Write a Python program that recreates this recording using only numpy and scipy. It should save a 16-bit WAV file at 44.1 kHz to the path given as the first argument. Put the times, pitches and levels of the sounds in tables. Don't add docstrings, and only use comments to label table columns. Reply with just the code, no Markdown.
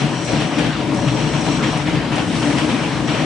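import sys
import numpy as np
from scipy import signal
from scipy.fft import rfft, irfft, next_fast_len
from scipy.io import wavfile
from scipy.ndimage import uniform_filter1d, map_coordinates

SR = 44100
rng = np.random.default_rng(int(sys.argv[2]) if len(sys.argv) > 2 else 0)


def transcribe(signal):
    frames = np.atleast_2d(signal).T
    limited = np.clip(frames, -1, 1)
    pcm = np.round(limited * 32767).astype(np.int16)
    wavfile.write(sys.argv[1], SR, pcm)


def ratio(d):
    e = np.asarray(d, float) / 20
    return 10 ** e


N = 143325

# t/s, singing steel level/dB, paper rustle level/dB
RUBBING = [(0.0, -37, -51), (0.09, -42, -53), (0.32, -33, -49), (0.37, -37.5, -50), (0.9, -48, -59),
           (0.95, -65, -46), (0.96, -40, -51), (1.14, -37.5, -52), (1.52, -35, -49.5), (1.64, -39, -56),
           (1.71, -37.5, -49), (2.04, -55, -58), (2.39, -38.5, -43.5), (3.03, -43, -52), (3.09, -37.5, -55),
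           (3.25, -41, -57)]


def unit(x):
    return x / np.sqrt(np.mean(x ** 2) + 1e-20)


def along(points, hz):
    f, values = np.transpose(points)
    return np.interp(np.log(hz + 1), np.log(f + 1), values)


def curves(rows):
    seconds, *columns = np.transpose(rows)
    t = np.arange(N) / SR
    return [np.interp(t, seconds, column) for column in columns]


def wobble(rate):
    knots = rng.standard_normal(int(N * rate / SR) + 4)
    return map_coordinates(knots, [np.arange(N) * rate / SR])


def filtered(x, response):
    size = next_fast_len(N + SR // 2)
    hz = np.fft.rfftfreq(size, 1 / SR)
    return irfft(rfft(x, size) * response(hz), size)[..., :N]


def spread(pair, gain):
    # f/Hz, correlation (1 = identical)
    likeness = [(40, .93), (120, .97), (250, .95), (700, .86), (1500, .73), (3000, .55), (8000, .36)]

    def mid_side_gain(hz):
        angle = np.arccos(np.clip(along(likeness, hz), -1, 1)) / 2
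        return gain(hz) * np.array([np.cos(angle), np.sin(angle)])

    mid, side = filtered(pair, mid_side_gain)
    return unit(np.array([mid + side, mid - side]))


def noise(patchy_db):
    spectra = signal.stft(rng.standard_normal((2, N)), nperseg=512)[2]
    field = rng.standard_normal(spectra.shape[1:])
    field = uniform_filter1d(field, 6, 0)
    field = uniform_filter1d(field, 10, 1)
    return signal.istft(spectra * ratio(patchy_db * unit(field)), nperseg=512)[1][:, :N]


def peaks(modes):
    def gain(f):
        power = 0
        for centre, width, db in modes:
            damping = (f * width) ** 2
            power = power + ratio(2 * db) * damping / ((centre ** 2 - f ** 2) ** 2 + damping)
        return np.sqrt(power)
    return gain


def snaps(per_s, spread_db):
    hit = rng.random((2, N)) < per_s / SR
    scatter = ratio(spread_db * rng.exponential(size=(2, N)))
    return unit(hit * rng.standard_normal((2, N)) * scatter)


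def steady(x):
    window_s, share = 0.12, 0.67
    power = uniform_filter1d(np.mean(x ** 2, axis=0), round(window_s * SR))
    return unit(x / (np.abs(power) + 1e-3) ** (share / 2))


def frame():
    # t/s, deep level/dB, upper level/dB
    rumble = [(0.0, -38, -23.5), (0.04, -22.5, -21), (0.15, -25.5, -26), (0.28, -27.5, -28),
              (0.33, -18, -21), (0.54, -28.5, -25), (0.59, -24, -20), (0.69, -17.5, -21.5),
              (0.72, -26, -27.5), (0.94, -24.5, -20.5), (0.97, -20.5, -23), (1.42, -22, -23.5),
              (1.68, -23, -19.5), (1.81, -22.5, -31.5), (1.88, -23, -20), (1.96, -19, -20.5),
              (1.99, -23, -24.5), (2.63, -22.5, -21), (2.73, -27.5, -17.5), (2.81, -24.5, -24.5),
              (3.25, -22, -21)]
    # t/s, level/dB
    rattle = [(0.0, -24.5), (0.27, -28), (0.32, -23), (0.56, -29), (0.63, -25), (0.75, -32), (0.85, -23),
              (2.07, -29), (2.21, -22.5), (2.24, -34), (2.42, -25), (2.43, -22.5), (2.88, -36),
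              (3.25, -21.5)]
    # f/Hz, width/Hz, relative level/dB
    modes = [(60, 10.8, -3.5), (124.3, 9.2, 3.5), (147.4, 12, 5), (175.7, 5.6, 3.5), (214.7, 12.6, -4),
             (238.3, 13.7, -3), (268.7, 34, -2.5), (300.7, 11.2, 2), (317.6, 9.6, 0.5), (431.5, 15, -14),
             (585, 62, -15.5), (746, 12.6, -12), (956.5, 33, -16)]
    split_hz, panel_hz, panel_trim_db = 192, 400, -5.0
    deep_db, upper_db = curves(rumble)
    panel_db, = curves(rattle)
    deep_modes = [m for m in modes if m[0] < split_hz]
    upper_modes = [m for m in modes if split_hz <= m[0] < panel_hz]
    panel_modes = [m for m in modes if m[0] >= panel_hz]
    deep = steady(spread(rng.standard_normal((2, N)), peaks(deep_modes)))
    upper = steady(spread(rng.standard_normal((2, N)), peaks(upper_modes)))
    panels = spread(noise(patchy_db=2.16), peaks(panel_modes))
    return ratio(deep_db) * deep + ratio(upper_db) * upper + ratio(panel_db + panel_trim_db) * panels


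def roar():
    # f/Hz, relative density/dB per Hz
    colour = [(250, -33), (420, -1.5), (962, -2), (1430, -5.5), (2970, -6), (4470, -15), (5700, -20),
              (7180, -26), (8010, -27), (10100, -48), (10800, -54), (22000, -120)]
    # t/s, level/dB
    course = [(0.0, -29), (1.07, -27.5), (2.53, -27), (3.25, -28)]
    level_db, = curves(course)
    level_db = level_db + 1.12 * wobble(14)
    return ratio(level_db) * spread(noise(patchy_db=1.84), lambda hz: ratio(along(colour, hz)))


def cutters():
    # t/s, level/dB, decay length of the power/s
    bites = [(0.0, -11.5, 0.041), (0.192, -20.5, 0.01), (0.274, -16.5, 0.14), (0.401, -12.5, 0.038),
             (0.584, -11.5, 0.056), (0.644, -12, 0.031), (0.796, -19, 0.034), (1.0784, -12, 0.019),
             (1.165, -17.5, 0.063), (1.335, -14.5, 0.038), (1.45, -13.5, 0.061), (1.628, -11, 0.048),
             (1.69, -19, 0.11), (1.862, -14, 0.051), (1.946, -15, 0.028), (2.119, -13, 0.06),
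             (2.177, -12.5, 0.035), (2.419, -14, 0.09), (2.492, -13, 0.033), (2.572, -11, 0.055),
             (2.689, -12.5, 0.049), (2.828, -18, 0.058), (3.077, -11.5, 0.052), (3.137, -13.5, 0.06),
             (3.188, -14.5, 0.052)]
    # f/Hz, relative density/dB per Hz
    colour = [(150, -48), (400, 4), (1000, -1.5), (2200, -2.5), (3000, -1.5), (4300, -11.5), (6000, -17.5),
              (10300, -29), (11000, -76)]
    trim_db, attack_s = -11.5, 0.0036
    snap_share = 0.44
    hall_t60_s, hall_db = 0.45, -7.5
    t = np.arange(N) / SR
    power = np.zeros(N)
    for start, db, length in bites:
        u = np.maximum(t - start + attack_s, 0)
        rise = (1 - np.exp(-u / attack_s)) ** 2
        power += ratio(2 * (db + trim_db)) * rise * np.exp(-(u / length) ** 2)
    source = np.sqrt(snap_share) * snaps(2800, spread_db=1.75)
    source = source + np.sqrt(1 - snap_share) * noise(patchy_db=1.5)
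    direct = np.sqrt(power) * spread(source, lambda hz: ratio(along(colour, hz)))
    tail = rng.standard_normal((2, SR // 2)) * ratio(-60 * t[:SR // 2] / hall_t60_s)
    tail = tail / np.linalg.norm(tail[0])
    return direct + ratio(hall_db) * signal.fftconvolve(direct, tail, axes=1)[:, :N]


def rubbed_steel():
    # f/Hz, width/Hz, relative level/dB
    modes = [(4100, 330, -1), (5770, 360, -1), (5623, 75, 2), (6630, 340, -4), (7890, 490, -3)]
    sing_db, _ = curves(RUBBING)
    level = ratio(sing_db + 0.5 + 0.64 * wobble(24.87))
    return level * spread(noise(patchy_db=0.2), lambda hz: peaks(modes)(hz) ** 2)


def paper():
    # t/s, peak level/dB
    crack_times = [(0.2483, -28.5), (0.5876, -29), (0.9453, -31), (1.4594, -32), (1.771, -30),
                   (2.157, -28.5), (2.3494, -35), (2.582, -29)]
    # f/Hz, relative density/dB per Hz
    colour = [(3000, -36), (5000, 3), (7000, -2.5), (9000, 0.5), (10300, -11), (11000, -46)]
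    rustle_trim_db, crack_trim_db, crack_t60_s = 6, -5.5, 0.12
    _, rustle_db = curves(RUBBING)
    t = np.arange(N) / SR
    cracks = np.zeros(N)
    for start, db in crack_times:
        cracks += (t >= start) * ratio(db + crack_trim_db - 60 * np.abs(t - start) / crack_t60_s)
    source = rng.standard_normal((2, N)) + 0.24 * snaps(820, spread_db=1.5)
    level = np.hypot(ratio(rustle_db + rustle_trim_db), cracks)
    return level * spread(source, lambda hz: ratio(along(colour, hz)))


def hums():
    # t/s of the middle, f/Hz, rms level at the middle/dB
    tones = [(0.045, 141.5, -18), (0.6, 298, -20), (1.08, 129.4, -17.5), (1.54, 296.7, -27.5),
             (1.77, 149.3, -21), (1.955, 149.6, -21), (2.48, 291.2, -18.5), (2.62, 298.7, -27)]
    half_length_s = 0.033
    t = np.arange(N) / SR
    total = np.zeros(N)
    for middle, hz, db in tones:
        swell = np.exp(-((t - middle) / half_length_s) ** 2)
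        tone = np.sqrt(2) * np.sin(2 * np.pi * (hz * t + rng.random()))
        total += ratio(db) * swell * tone
    return total


def scene():
    # f/Hz, left over right level/dB
    balance = [(60, 1.8), (170, 5.9), (480, 5.5), (1380, 2.8), (3910, 2.7), (11100, 2.4)]
    mix = frame() + roar() + cutters() + rubbed_steel() + paper() + hums()
    sides = np.array([[1], [-1]])
    return filtered(mix, lambda hz: ratio(along(balance, hz) / 2 * sides))


def roll_off(x):
    return signal.sosfilt(signal.butter(12, 11700, fs=SR, output="sos"), x)


def record(dry):
    low_hz, top_hz = 48, 10710

    def band_limits(hz):
        return hz ** 2 / (hz ** 2 + low_hz ** 2) / (1 + (hz / top_hz) ** 90)

    return roll_off(filtered(dry, band_limits))


dry = scene()
out = record(dry)
transcribe(out)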